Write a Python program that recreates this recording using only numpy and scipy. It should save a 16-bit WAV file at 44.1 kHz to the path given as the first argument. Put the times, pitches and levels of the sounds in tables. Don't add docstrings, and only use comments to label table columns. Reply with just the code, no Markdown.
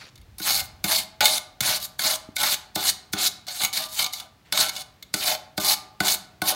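import sys
import numpy as np
from scipy import signal
from scipy.fft import rfft, irfft
from scipy.io import wavfile
from scipy.ndimage import uniform_filter1d

SR = 44100
rng = np.random.default_rng(int(sys.argv[2]) if len(sys.argv) > 2 else 0)


def dump(signal):
    limited = np.clip(np.atleast_2d(signal).T, -1, 1)
    pcm = np.round(limited * 32767).astype(np.int16)
    wavfile.write(sys.argv[1], SR, pcm)


N = 288854

# (touch [s], pressing [s], dragging [s], scrub at touch [dB], at full bite [dB], at lift-off [dB],
# shell drive at touch [dB], at full bite [dB], treble boost [dB])
STROKES = [(0.382, 0.0038, 0.023, -39, -37.5, -42, -56, -49, 3.5),
           (0.416, 0.059, 0.13, -32, -21, -22.5, -45, -27.5, 1),
           (0.61, 0.032, 0.017, -64, -44.5, -45, -32, -54.5, 7),
           (0.85, 0.059, 0.088, -36, -21, -22.5, -32, -26.5, 1),
           (1.0, 0.011, 0.024, -33, -37, -38, -47, -47.5, -2),
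           (1.212, 0.051, 0.12, -29, -19.5, -26, -16.5, -24, -1),
           (1.62, 0.043, .11, -32, -19, -27, -36, -23.5, -0.5),
           (1.799, 0.053, 0.0092, -38.5, -28.5, -36, -54.5, -57.5, 2),
           (1.997, 0.061, 0.1, -32.5, -20, -26.5, -38.5, -23, 0.5),
           (2.381, 0.035, 0.13, -29.5, -22.5, -22, -37.5, -23.5, 0),
           (2.771, 0.096, 0.032, -35.5, -21, -13.5, -22.5, -35.5, 0),
           (3.149, 0.043, 0.084, -43.5, -28.5, -13.5, -32, -30.5, -5),
           (3.467, 0.01, 0.14, -39.5, -37.5, -27.5, -59, -37, -4),
           (3.604, 0.024, 0.055, -56, -27, -38, -30, -30, 2.5),
           (3.728, 0.048, 0.09, -28, -25, -36.5, -48, -30.5, -0.5),
           (3.886, 0.12, 0.064, -41.5, -23, -40.5, -73, -29.5, -1),
           (4.125, 0.087, 0.054, -35, -42, -62, -66, -40, -2.5),
           (4.535, 0.074, 0.068, -34.5, -13.5, -34.5, -26, -27, -4),
           (4.719, 0.055, 0.045, -41.5, -39, -32.5, -45, -38.5, -4),
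           (5.157, 0.14, 0.056, -35, -18.5, -32.5, -38.5, -26, 0.5),
           (5.598, 0.09, 0.05, -29.5, -18.5, -18, -36.5, -25.5, 0.3),
           (6.015, 0.043, 0.087, -42, -20.5, -18, -30, -25, -0.4),
           (6.432, 0.057, 0.027, -41.5, -18.5, -24.5, -29, -28, 2.5),
           (6.52, 0.02, .03, -51, -38, -39, -17, -32, -6)]
# (time [s], slap [dB], knock into shell [dB], tap of brush back [dB], thud [dB],
# first tips brushing just ahead [dB])
LANDINGS = [(0.4004, -37, -34.5, -27.5, -40.5, -48), (0.841, -13.5, -25.5, -17.5, -32, -39),
            (1.2064, -10, -18, -9, -43, -67), (1.6055, -13.5, -31.5, -21, -46, -49),
            (1.9925, -16.5, -36, -21, -46.5, -29), (2.365, -16.5, -37.5, -16, -59, -21),
            (2.7585, -19, -21, -38.5, -34.5, -15.5), (3.1336, -17.5, -28, -17.5, -32.5, -17),
            (4.5235, -13.5, -33, -14, -47.5, -39), (5.14, -14, -24.5, -15, -35.5, -30),
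            (5.5778, -18, -19, -16, -32.5, -27.5), (6.0033, -16.5, -18.5, -4, -31.5, -43),
            (6.4175, -17.5, -20.5, -10, -32.5, -51)]
# (time [s], drive [dB])
SNAPS = [(0.155, -41.5), (0.177, -45), (0.2127, -50.5), (0.505, -17.5), (1.242, -18), (1.254, -11),
         (1.357, -42), (2.061, -28), (2.432, -18), (2.517, -26), (2.869, -27.5), (3.233, -38),
         (3.4823, -28.5), (3.617, -19), (3.634, -15), (3.647, -10), (3.732, -25.5), (3.9925, -17),
         (4.023, -21), (4.042, -20), (4.062, -20.5), (4.133, -25), (4.1986, -30), (4.573, -14.5),
         (4.684, -21.5), (4.692, -18.5), (4.763, -25), (5.0247, -31.5), (6.0806, -19)]
# (frequency [Hz], relative density [dB per Hz])
BRISTLE_COLOUR = [(400, -12), (900, -7.5), (1800, 0.5), (2700, -1.5), (4300, 6.5), (5600, -1), (10500, -2),
                  (12400, -1), (16000, -6.5)]
# (frequency [Hz], relative level [dB])
RIB_MODES = [(2130, 0), (2215, -5), (2975, -4.5), (3560, 5), (3717, 2), (3975, -8), (4210, -11), (4360, -3),
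             (4565, -18.5),  (6560, -3)]
# (frequency [Hz], relative level [dB], t60 [s])
SHELL_MODES = [(606, -9.5, 0.11), (634.2, -3.5, 0.25), (744.2, 0, 0.12), (784, -7, 0.089),
               (851.3, -4.5, 0.12), (1005, -10.5, 0.29), (1070, -12, 0.11), (1197.6, -9.5, 0.47),
               (1342, -12, 0.17), (1480, -8.5, 0.13)]
# (frequency [Hz], relative level [dB], t60 [s])
BRUSH_BACK_MODES = [(1480, -3, 0.089), (2128, -10, 0.014)]
# (frequency [Hz], relative level [dB], t60 [s])
THUD_MODES = [(112, -9, 0.14), (199, 1, 0.056), (311.8, 0.5, 0.095), (394, -8.5, 0.46)]
# (start [s], length [s], level [dB])
GRAZES = [(0.0, 0.1, -41), (4.45, 0.17, -54.5)]
# (frequency [Hz], relative density [dB per Hz])
SCUFF_COLOUR = [(600, -6.5), (2000, -1.5), (4500, -3.5), (7000, -14), (16000, -30)]
# (time [s], initial level [dB], frequency [Hz], t60 [s])
BUMPS = [(1.613, -30.5, 126, 0.14), (2.289, -27, 262, 0.022)]
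# (frequency [Hz], t60 [s])
HALL_DECAY = [(500, 0.77), (1300, 0.61), (2300, 0.43), (4000, 0.39), (10000, 0.27), (16000, 0.19)]
# (frequency [Hz], relative density [dB per Hz])
AIR_COLOUR = [(18, -43.5), (30, -5), (115, 2), (486, -13), (822, -14.5), (4300, -20), (9000, -30),
              (12300, -30.5), (16000, -28)]
# (time [s], level [dB])
RUMBLE = [(0, -86), (.2, -48.5), (.45, -57), (.6, -45.5), (.8, -54.5), (.95, -61.5), (6.55, -68)]

TOUCH_S = 0.0012
LIFT_DB_PER_S = 1292.5
STRAGGLE_DB, STRAGGLE_DB_PER_S = -28, 455
SHELL_SAG_DB_PER_S = 95
SNAP_SHELL_DB, SNAP_RIBS_DB, SLAP_RIBS_DB = -0.5, 10.5, 4.5
RIB_CYCLES = 95
PITCH_WAVER = 0.011
TREBLE_HZ = 7000
MID_HZ = 3600
MID_SHARE, MID_DB = 0.45, 2.5


def amp(db):
    return 10 ** (np.asarray(db) / 20)


def unit(x):
    return x / np.sqrt(np.mean(x ** 2) + 1e-20)


def read(points, hz):
    f, value = np.transpose(points)
    return np.interp(np.log(hz + 1), np.log(f + 1), value)


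def add(mix, s, sound):
    part = mix[round(s * SR):][:len(sound)]
    part += sound[:len(part)]


def butter(x, order, hz, kind):
    return signal.sosfilt(signal.butter(order, hz, kind, fs=SR, output="sos"), x)


def colour(x, spectrum):
    hz = np.linspace(0, SR / 2, 513)
    gain = amp(read(spectrum, hz)) * (hz < SR / 2)
    return signal.oaconvolve(x, signal.firwin2(1023, hz, gain, fs=SR), "same")


def drift(per_s):
    knots = rng.standard_normal(int(N / SR * per_s) + 2)
    return np.interp(np.arange(N) / SR * per_s, np.arange(len(knots)), knots)


def pressure():
    scrub, treble, shell = np.zeros((3, N))
    for (s, press_s, drag_s, touch_db, full_db, lift_db,
         shell_touch_db, shell_full_db, treble_db) in STROKES:
        t = np.arange(0, press_s + drag_s + 40 / STRAGGLE_DB_PER_S, 1 / SR)
        pressed = np.minimum(t / press_s, 1)
        dragged = np.clip((t - press_s) / drag_s, 0, 1)
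        lifted_s = np.maximum(t - press_s - drag_s, 0)
        leaving_db = np.maximum(-LIFT_DB_PER_S * lifted_s, STRAGGLE_DB - STRAGGLE_DB_PER_S * lifted_s)
        contact = np.minimum(t / TOUCH_S, 1) * amp(leaving_db)
        scrub_db = touch_db + (full_db - touch_db) * pressed + (lift_db - full_db) * dragged
        gain = contact * amp(scrub_db)
        add(scrub, s, gain)
        add(treble, s, gain * (amp(treble_db) - 1))
        sag_db = SHELL_SAG_DB_PER_S * drag_s * dragged
        shell_db = shell_touch_db + (shell_full_db - shell_touch_db) * pressed - sag_db
        add(shell, s, contact * amp(shell_db))
    judder = amp(0.7 * drift(45) + 1.3 * drift(200))
    return scrub * judder, treble * judder, shell * judder


def burst(db, rise_ms, fall_ms):
    ms = np.arange(SR // 20) / SR * 1000
    return amp(db) * (1 - np.exp(-ms / rise_ms)) ** 2 * np.exp(-ms / fall_ms)


def landings():
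    first_tips, slap, knock, tap, push = np.zeros((5, N))
    lead_s = np.linspace(-0.012, 0, SR // 80)
    for s, slap_db, knock_db, tap_db, thud_db, tips_db in LANDINGS:
        add(first_tips, s + lead_s[0], amp(tips_db + 3000 * lead_s))
        add(slap, s, burst(slap_db, rise_ms=0.43, fall_ms=5.5))
        add(tap, s + 0.0015, amp(tap_db) * np.hanning(12))
        add(knock, s + 0.0032, amp(knock_db) * np.hanning(12))
        add(push, s + 0.0038, amp(thud_db) * np.hanning(50))
    return first_tips, slap, knock, tap, push


def snaps():
    snap, shell = np.zeros((2, N))
    for s, db in SNAPS:
        add(snap, s, burst(db, rise_ms=0.94, fall_ms=4.47))
        add(shell, s, burst(db + SNAP_SHELL_DB, rise_ms=1.9, fall_ms=1.5))
    return snap, shell


def slips(per_s, spread_db):
    size_db = spread_db * np.minimum(rng.exponential(1, N), 5)
    size = amp(size_db) * rng.standard_normal(N)
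    return unit(size * (rng.random(N) < per_s / SR))


def patchy(x, patch_db):
    z = signal.stft(x, nperseg=256, noverlap=192)[2]
    field = uniform_filter1d(rng.standard_normal(z.shape), size=9, axis=0)
    field = unit(uniform_filter1d(field, size=14, axis=1))
    return unit(signal.istft(z * amp(patch_db * field), nperseg=256, noverlap=192)[1][:N])


def ring(force, modes, shift_db, shift_per_s):
    out = np.zeros(N)
    for hz, db, t60_s in modes:
        phase = 2 * np.pi * np.cumsum(hz * (1 + PITCH_WAVER * drift(25))) / SR
        turn = np.exp(1j * phase)
        r = amp(-60 / t60_s / SR)
        reach = amp(db + shift_db * np.tanh(drift(shift_per_s)))
        envelope = signal.lfilter([1], [1, -r], force * reach / turn)
        out += np.sqrt(2 * (1 - r ** 2)) * (turn * envelope).imag
    return butter(out, 4, 0.85 * modes[0][0], "high")


def fitting():
    scrub, treble, shell = pressure()
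    first_tips, slap, knock, tap, push = landings()
    snap, snap_shell = snaps()
    scrub = scrub + first_tips
    shell = shell + snap_shell
    mids = scrub ** (1 - MID_SHARE) * (amp(MID_DB) * shell) ** MID_SHARE

    tips = slips(per_s=16000, spread_db=1.1)
    crackle = slips(per_s=500, spread_db=1.5)
    fizz = patchy(colour(tips + amp(-13) * crackle, BRISTLE_COLOUR), patch_db=2.4)
    top = butter(fizz, 2, TREBLE_HZ, "high")
    low = signal.sosfiltfilt(signal.butter(2, MID_HZ, fs=SR, output="sos"), fizz)
    hiss = (scrub + snap + slap) * fizz + treble * top + (mids - scrub) * low

    grit = tips + amp(-5) * crackle
    jolt = amp(SNAP_RIBS_DB) * snap + amp(SLAP_RIBS_DB) * slap
    ribs = [(hz, db, RIB_CYCLES / hz) for hz, db in RIB_MODES]
    high_ribs = [mode for mode in ribs if mode[0] > MID_HZ]
    low_ribs = [mode for mode in ribs if mode[0] <= MID_HZ]
    rasp = ring((scrub + jolt) * grit, high_ribs, shift_db=6.5, shift_per_s=22)
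    rasp += ring((mids + jolt) * grit, low_ribs, shift_db=6, shift_per_s=10)

    shell_force = shell * tips
    body = ring(amp(-12) * shell_force + knock, SHELL_MODES, shift_db=6, shift_per_s=12)
    back = ring(tap, BRUSH_BACK_MODES, shift_db=3, shift_per_s=4)
    thud = ring(push + amp(-32.5) * shell_force, THUD_MODES, shift_db=3, shift_per_s=3)
    return hiss + body + back + amp(-21) * rasp + thud


def grazes():
    gain = np.zeros(N)
    for s, length_s, db in GRAZES:
        along = np.linspace(0, 1, round(length_s * SR))
        add(gain, s, np.minimum(10 * along + 0.3, 1) * amp(db - 14 * along))
    return gain * patchy(colour(slips(per_s=8000, spread_db=1), SCUFF_COLOUR), patch_db=3)


def bumps():
    t, out = np.arange(SR // 8) / SR, np.zeros(N)
    for s, db, hz, t60_s in BUMPS:
        add(out, s, amp(db - 60 * t / t60_s) * np.sin(2 * np.pi * hz * t))
    return out


def workshop(x):
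    at, out = np.arange(400, SR - 20, 20), np.zeros(N)
    for k in range(3):
        taps = np.zeros(SR)
        taps[at + rng.integers(0, 20, len(at))] = rng.choice([-1., 1.], len(at))
        hz, t, z = signal.stft(taps, SR, nperseg=256)
        decay = amp(-60 * t / read(HALL_DECAY, hz)[:, None])
        tail = signal.istft(z * decay, SR, nperseg=256)[1]
        share = np.sqrt(2 / 3) * np.cos(np.pi * (9 * np.arange(N) / SR + k / 3))
        out += signal.fftconvolve(x * share, tail / np.linalg.norm(tail))[:N]
    return out


def air():
    hz = np.fft.rfftfreq(N, 1 / SR)
    noise = unit(irfft(rfft(rng.standard_normal(N)) * amp(read(AIR_COLOUR, hz)), N))
    return amp(-57.5 + 1.2 * drift(2.3)) * noise


def rumble():
    hz = np.fft.rfftfreq(N, 1 / SR)
    hump = np.exp(-(np.log(hz / 60 + 1e-9) / 0.85) ** 2)
    noise = unit(irfft(rfft(rng.standard_normal(N)) * hump, N))
    s, db = np.transpose(RUMBLE)
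    return amp(np.interp(np.arange(N) / SR, s, db) + 1.5 * drift(36)) * noise


def scene():
    near = fitting() + grazes() + bumps()
    mono = near + amp(-14.5) * workshop(near) + air() + rumble()
    return np.array([mono, mono])


def record(dry):
    thinned = butter(dry, 4, 42, "high")
    band_limit = signal.firwin(511, 15900, window=("kaiser", 9), fs=SR)
    return signal.oaconvolve(thinned, band_limit[None], "same")


dry = scene()
out = record(dry)
dump(out)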